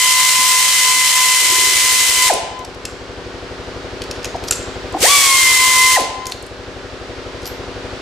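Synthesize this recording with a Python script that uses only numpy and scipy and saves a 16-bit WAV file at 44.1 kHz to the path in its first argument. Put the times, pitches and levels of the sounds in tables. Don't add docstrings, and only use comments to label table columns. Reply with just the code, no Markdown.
import sys
import numpy as np
from scipy import signal
from scipy.fft import rfft, irfft, next_fast_len
from scipy.io import wavfile
from scipy.ndimage import map_coordinates

SR = 44100
rng = np.random.default_rng(int(sys.argv[2]) if len(sys.argv) > 2 else 0)


def log_audio(samples):
    frames = np.atleast_2d(samples).T
    limited = np.clip(frames, -1, 1)
    pcm = np.round(limited * 32767).astype(np.int16)
    wavfile.write(sys.argv[1], SR, pcm)


def voltage_ratio(level):
    return 10 ** (np.asarray(level, float) / 20)


N = 353285


def unit(x):
    return x / np.sqrt(np.mean(x ** 2) + 1e-20)


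def along(points, hz):
    f, v = np.transpose(points)
    return np.interp(np.log(hz + 1), np.log(f + 1), v)


def curves(rows):
    s, *cols = np.transpose(sorted(rows))
    return [np.interp(np.arange(N) / SR, s, c) for c in cols]


def wobble(rate):
    coarse = np.arange(0, N + 32, 32)
    knots = rng.standard_normal(int(N * rate / SR) + 4)
    return np.interp(np.arange(N), coarse, map_coordinates(knots, [coarse * rate / SR]))


def filtered(x, response):
    m = next_fast_len(N + SR // 2)
    return irfft(rfft(x, m) * response(np.fft.rfftfreq(m, 1 / SR)), m)[..., :N]


# frequency in Hz, left-right likeness from 0 to 1.
LIKENESS = [(60, 0.89), (500, 0.96), (2000, 0.33), (6000, 0.35), (14000, 0.37)]


def spread(pair, spectrum):
    def mid_and_side(hz):
        turn = np.arccos(np.clip(along(LIKENESS, hz), -1, 1)) / 2
        return voltage_ratio(along(spectrum, hz)) * [np.cos(turn), np.sin(turn)]

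    mid, side = filtered(pair, mid_and_side)
    return unit(np.array([mid + side, mid - side]))


# frequency in Hz, time to fall 60 dB in seconds.
GARAGE_T60 = [(100, 0.24), (600, .75), (1000, 1.0), (3000, 0.89), (8000, 0.5), (14000, 0.21)]


def garage(x):
    hz, t, z = signal.stft(rng.standard_normal((2, 3 * SR // 2)), SR, nperseg=256)
    decay = voltage_ratio(-60 * t / along(GARAGE_T60, hz)[:, None])
    a, b = signal.istft(z * decay, SR, nperseg=256)[1]
    tail = np.array([a + .45 * b, a - .45 * b])
    late = np.pad(np.atleast_2d(x), ((0, 0), (300, 0)))
    return signal.fftconvolve(late, tail / np.linalg.norm(tail[0]), axes=1)[:, :N]


# time in seconds, firing rate in Hz, level in dB.
ENGINE_REV = [
    (0, 66, -48),
    (.4, 73, -49.5),
    (.8, 79, -52),
    (1.2, 87, -52),
    (1.45, 90, -57),
]


def drone():
    hz, db = curves(ENGINE_REV)
    turn = 2 * np.pi * np.cumsum(hz) / SR
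    first = voltage_ratio(db + 1.5 * wobble(4.5)) * np.sin(turn)
    second = voltage_ratio(db - 1.0 + 1.9 * wobble(5.8)) * np.sin(2 * turn)
    return first + second


def gain_control():
    t = np.arange(N) / SR
    depth_db, recover_s = 8.5, 1.16
    cuts = []
    for opened, shut, *_ in RUNS:
        cut_db = depth_db + SURGE_DB * np.exp(-np.abs(t - opened) / SURGE_S)
        attack = np.clip((t - opened) / 0.12, 0, 1)
        release = np.exp(-np.clip(t - shut, 0, None) / recover_s)
        cuts.append(cut_db * attack * release)
    return -np.max(cuts, axis=0)


# frequency in Hz, width in Hz, level in dB, sign at the microphone.
INTAKE_MODES = [(24, 8, -11, 1), (48, 6, 0, -1), (60, 7, -4, -1), (72, 7, -5, -1), (98, 7, -1, 1),
                (108, 7, -4, 1), (124, 10, -11, 1), (151, 10, -9, -1), (180, 6, -9, 1), (216, 6, -11, 1),
                (244, 9, -9, -1), (264, 5, -4, 1), (288, 5, -5, 1), (318, 9, -8, 1), (350, 6, 1, -1),
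                (384, 4, 1, 1), (418, 5, 0, -1), (456, 4, -6, -1), (488, 10, 3, 1), (540, 6, -9, -1),
                (575, 6, -6, -1), (625, 6, -6, 1), (690, 24, -11, 1), (765, 20, -12, 1)]
# frequency in Hz, level in dB per Hz.
WHIR_NOISE = [(25, -34), (60, -25), (130, -22), (200, -25), (350, -20), (600, -20),
              (850, -21.5), (1500, -21), (2060, -25), (4700, -29.5), (8000, -42.5), (12700, -59.5),
              (13500, -80), (14000, -130)]


def compressor():
    t = np.arange(N) / SR
    start_s, rise_s = 1.36, .07
    stroke_s, crank_hz = 7.0084, 11.995
    started = np.clip((t - start_s) / rise_s, 0, 1)
    kick_db = 2 * np.exp(-np.abs(t - start_s) / .1)
    thump_db = -29 + kick_db - 45 * (1 - started)
    idle_db, running_db = -48, -26
    whir_db = idle_db + (running_db - idle_db) * np.clip((t - start_s) / 0.13, 0, 1)

    lag = 0.247 * np.exp(-np.abs(t - 1.3) / 0.302)
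    turns = np.floor((t - stroke_s) * crank_hz + lag)
    pulses = np.diff(turns, prepend=turns[0]) * voltage_ratio(.4 * wobble(12))
    lean_db = rng.normal(0, 1.7, len(INTAKE_MODES))[:, None] * [1, -1] + [.9, -.9]

    def ring(f):
        soft = (1 + 1j * f / 300) / (1 + 1j * f / 1100) ** 4
        total = 0
        for (center, width, db, sign), lean in zip(INTAKE_MODES, lean_db):
            damped = 1j * f * width * 0.7
            mode = 1j * f * width / (center * center - f * f + damped)
            total = total + sign * voltage_ratio(db + lean)[:, None] * mode
        return soft * total

    thumps = voltage_ratio(thump_db) * unit(filtered(pulses, ring))
    noise = spread(rng.standard_normal((2, N)), WHIR_NOISE)
    whir = voltage_ratio(whir_db - 4.5 + 0.17 * wobble(6)) * noise
    return voltage_ratio(gain_control()) * (thumps + whir)


# time in seconds, peak in dB, brightest band in Hz,
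# low clack against the peak in dB.
BLOWS = [(2.3371, -8.5, 9000, -24), (2.852, -12, 7150, -6), (2.8525, -8.5, 4670, -9.5),
         (4.0183, -14, 4480, -2.5), (4.111, -10, 5050, -10), (4.2445, -11, 6360, -1.5),
         (4.2535, -9.5, 5080, -10), (4.438, -16.5, 4360, -10), (4.479, -15, 5200, -19),
         (4.484, -7, 5200, -19), (4.5091, 4, 7300, -17), (4.5225, -3, 6000, -8), (4.529, -7, 5200, -17),
         (6.0053, -12, 8990, -13), (6.017, -10, 3890, -11), (6.2551, -13, 4513, -26),
         (6.2675, -7.5, 6440, -19), (6.3154, -18, 6530, -24), (6.3205, -6, 4100, -17),
         (7.4555, -12, 4940, -19), (7.4645, -16, 5200, -19), (7.4742, -14, 5700, -12)]
# time in seconds, peak in
# dB, brightest band in Hz.
FURTHER_CLICKS = [(2.3504, -27, 8060), (2.591, -23, 5840), (2.648, -16.5, 4900), (2.7457, -27, 4940),
                  (6.465, -31, 8800), (4.0377, -18, 5000), (4.23, -24, 5080), (4.361, -22, 5050),
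                  (4.447, -23, 4260), (4.473, -21, 5450), (4.924, -27, 7440), (6.2975, -22, 6430),
                  (6.4248, -26, 8300), (7.4185, -26.5, 5160), (7.43, -25, 4806), (7.445, -24, 4700)]
# frequency in Hz, level in dB.
STEEL_MODES = [(4800, 0), (5970, -4), (7200, 0), (8600, -3), (9760, -8)]
# time in seconds, level in dB.
PLUG_RINGS = [(4.437, -47), (4.482, -43), (4.524, -46), (6.267, -44), (7.456, -42), (7.465, -34),
              (7.475, -38)]
PLUG_PAIR = (12700, 12900)
# time in seconds, level in dB, pitch in Hz.
BUMPS = [(.385, -35, 231.9), (.385, -35, 316), (0.959, -36, 280.4), (1.45, -31, 329.6), (1.52, -23, 368),
         (1.58, -27, 390), (1.63, -28, 350), (1.67, -25, 385), (1.72, -28, 377), (4.345, -18.5, 910),
         (4.352, -13.5, 710), (4.512, -14.5, 1410), (4.942, -15, 1030), (4.947, -9, 740),
         (4.95, -15.5, 313), (4.968, -14, 800)]


def clicks():
    out, t = np.zeros(N + SR), np.arange(SR // 4) / SR

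    def add(s, sound):
        out[round(s * SR):][:len(t)] += sound

    broad_band = signal.butter(2, [2000, 9500], "band", fs=SR)
    clack_band = signal.iirpeak(2600, 2.8, SR)
    further_clicks = [(*touch, -19) for touch in FURTHER_CLICKS]
    for s, db, hz, clack_db in BLOWS + further_clicks:
        envelope = (1 - np.exp(-t / 0.0006)) * np.exp(-t / .0032)
        crunch = envelope * rng.standard_normal((3, len(t)))
        bright = 4 * signal.lfilter(*signal.iirpeak(hz, 4, SR), crunch[0])
        broad = .7 * signal.lfilter(*broad_band, crunch[1])
        clack = voltage_ratio(clack_db + 17) * signal.lfilter(*clack_band, crunch[2])
        modes = 0
        for mode_hz, mode_db in STEEL_MODES:
            level = voltage_ratio(mode_db - 17 + rng.normal(0, 4) - 60 * t / .015)
            modes = modes + level * np.sin(2 * np.pi * mode_hz * rng.normal(1, .05) * t)
        add(s, voltage_ratio(db - 9) * (bright + broad + clack + modes))

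    for s, db in PLUG_RINGS:
        beating = sum(np.sin(2 * np.pi * hz * t) for hz in PLUG_PAIR)
        add(s, voltage_ratio(db - 60 * t / 0.19) * beating)

    for s, db, hz in BUMPS:
        swell = 1 - np.exp(-t * hz / 3.3)
        add(s, voltage_ratio(db + 11.5 - 60 * t * hz / 18) * swell * np.sin(2 * np.pi * hz * t))
    return out[:N]


# opened in seconds, shut in seconds, loaded vane rate in Hz, vane tone in dB,
# octave in dB.
RUNS = [
    (-1.0, 2.288, 1026, -30, -21),
    (5, 5.958, 1029, -28.5, -13.5),
]
# time in seconds, swell in dB.
THREAD_BINDS = [(.07, 8), (.21, 8), (.41, 6), (.55, 8), (.88, 11), (1.19, 9), (1.55, 9), (1.88, 9),
                (2.25, 8.5), (5.13, 8), (5.33, 9), (5.64, 7), (5.8, 10), (5.9, 7)]
# vane rate in Hz, level in dB.
VANE_RESPONSE = [(60, -50), (140, -16), (390, 1), (800, 17.5), (1000, -0.5), (1150, 1.5)]
OCTAVE_RESPONSE = [(60, -52), (140, -16), (390, -18), (720, -13), (900, -6.5), (1010, 1), (1150, -7)]
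SPIN_DOWN_DB = (3.5, 0)
SURGE_DB, SURGE_S = 3.5, 0.25


def rotor():
    t = np.arange(N) / SR
    run = (t > 3.5) * 1
    opened, shut, loaded_hz, tone_db, octave_db = np.array(RUNS)[run].T
    on, off = np.clip(t - opened, 0, None), np.clip(t - shut, 0, None)
    running = (on > 0) & (off == 0)
    rest_s = 0.061
    still_db = -80 * ((on == 0) | (off > rest_s + .02))

    coarse = t[::64]
    swells = sum(db * np.exp(-((coarse - s) / .065) ** 2) for s, db in THREAD_BINDS)
    bind_db = np.interp(t, coarse, swells)
    freed_hz = 0.44 * (np.roll(bind_db, SR // 20) - 4)
    overshoot_hz = 150.5 * np.exp(-(on / .3) ** 2)
    goal_hz = loaded_hz - 2.6 * on + overshoot_hz + freed_hz
    spin_up, coast = 1 - np.exp(-(on / .052) ** 2), np.exp(-(off / .04) ** 1.5)
    hz = np.maximum(goal_hz * spin_up * coast, 55)

    loaded_db = -6.5 * np.clip((hz - 650) / 150, -1, 1) * (hz < 900)
    waver_db = 1.5
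    tone_db = tone_db + along(VANE_RESPONSE, hz) + still_db
    tone_db += running * (bind_db + loaded_db + waver_db * wobble(14))
    tone_db += np.take(SPIN_DOWN_DB, run) * (off > 0)
    octave_db = octave_db + along(OCTAVE_RESPONSE, hz) + running * waver_db * wobble(20) + still_db

    coast_puff = voltage_ratio(-17.5) / (1 + (off / rest_s) ** 16) * (off > 0)
    puff = np.exp(-off / 0.0062) + coast_puff
    opening_db = -650 * np.clip(opened + 0.028 - t, 0, None)
    air_db = -12.5 + SURGE_DB * np.exp(-on / SURGE_S) + opening_db + 20 * np.log10(puff + 1e-9)
    return hz, tone_db, octave_db, np.maximum(air_db, -90)


GEAR_ORDERS = [7, 8, 9, 15, 17, 18, 29, 31, 33, 34, 36, 37, 44, 48, 52, 60, 64, 75, 96, 112]
GEAR_LEVELS = [-38, -37, -38, -26, -32, -37, -43, -40, -43, -43, -36, -37, -34, -15, -35, -33, -18, -33,
               -31, -31]
# frequency in Hz, level in dB per Hz.
EXHAUST_HISS = [(88, -30), (150, -25.5), (296, -30), (876, -19), (1020, -21.5), (1100, -16.5), (1630, -14),
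                (2020, -7), (2180, -8), (3090, -7), (3600, -7.5), (8300, -5.5), (13700, -18.5),
                (15400, -19.5)]


def ratchet():
    vane_hz, tone_db, octave_db, air_db = rotor()
    stroke_hz = vane_hz / 16
    vane = 2 * np.pi * np.cumsum(vane_hz * (1 + .0012 * wobble(40))) / SR
    stroke = vane / 16

    unsteady = np.clip(np.abs(np.gradient(vane_hz)) * SR / 8000, 0, 1)
    tone_amp = voltage_ratio(tone_db + 3.5 + 0.37 * unsteady * wobble(130))
    octave_amp = voltage_ratio(octave_db + 1.5 + 5.6 * unsteady * wobble(150))
    whine = tone_amp * np.sin(vane + 0.27 * unsteady * wobble(200))
    whine += octave_amp * np.sin(2 * vane + 0.44 * unsteady * wobble(300))

    gears = 0
    for order, db in zip(GEAR_ORDERS, GEAR_LEVELS):
        housing = 1 + 3.5 / (1 + ((order * stroke_hz - 2000) / 300) ** 2)
        phase = order * stroke + 0.0072 * order * wobble(30) + rng.uniform(0, 2 * np.pi)
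        gears = gears + voltage_ratio(db + 1.6 * wobble(12)) * housing * np.sin(phase)
    free_db = .025 * np.clip(vane_hz - 1020, 0, None)
    gears = voltage_ratio(air_db - 5 * unsteady + free_db) * gears

    chop = 1 + 0.22 * np.cos(vane) + 0.041 * np.cos(stroke)
    clatter = voltage_ratio(1.06 * wobble(300) + 0.35 * wobble(20))
    air = spread(chop * clatter * rng.standard_normal((2, N)), EXHAUST_HISS)
    return whine + gears, voltage_ratio(air_db - 0.5) * air, air_db


def far_end(tones):
    def answer(hz):
        bands = sum(share / (1 + ((hz - c) / 90) ** 2) for c, share in [(1030, 1), (2050, .1), (3070, .25)])
        round_trip_s = .345
        return voltage_ratio(-9) * bands * np.exp(-2j * np.pi * hz * round_trip_s)

    return filtered(tones, answer) * [[1.5], [.5]]


def scene():
    tones, air, air_db = ratchet()
    steel = filtered(clicks(), lambda hz: 1 / (1 + (hz / 13800) ** 30))
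    near = (tones + steel + air) * voltage_ratio([[.4], [-.4]])
    ducking = voltage_ratio(-9 * np.clip((air_db + 24.5) / 22, 0, 1))
    dull = filtered(tones, lambda hz: 1 / (1 + (hz / 1250) ** 4))
    tool_room = garage(voltage_ratio(-2.5) * dull + voltage_ratio(-6.5) * air) + far_end(tones)
    room = ducking * tool_room + voltage_ratio(-9) * garage(steel)
    return near + room + compressor() + drone()


def band_limit(x):
    return signal.sosfilt(signal.butter(12, 15580, fs=SR, output="sos"), x)


def record(dry):
    rounded = dry / (1 + np.abs(dry / 0.91) ** 6) ** (1 / 6)
    mix = filtered(rounded, lambda hz: hz < 15100)
    return band_limit(mix)


dry = scene()
out = record(dry)
log_audio(out)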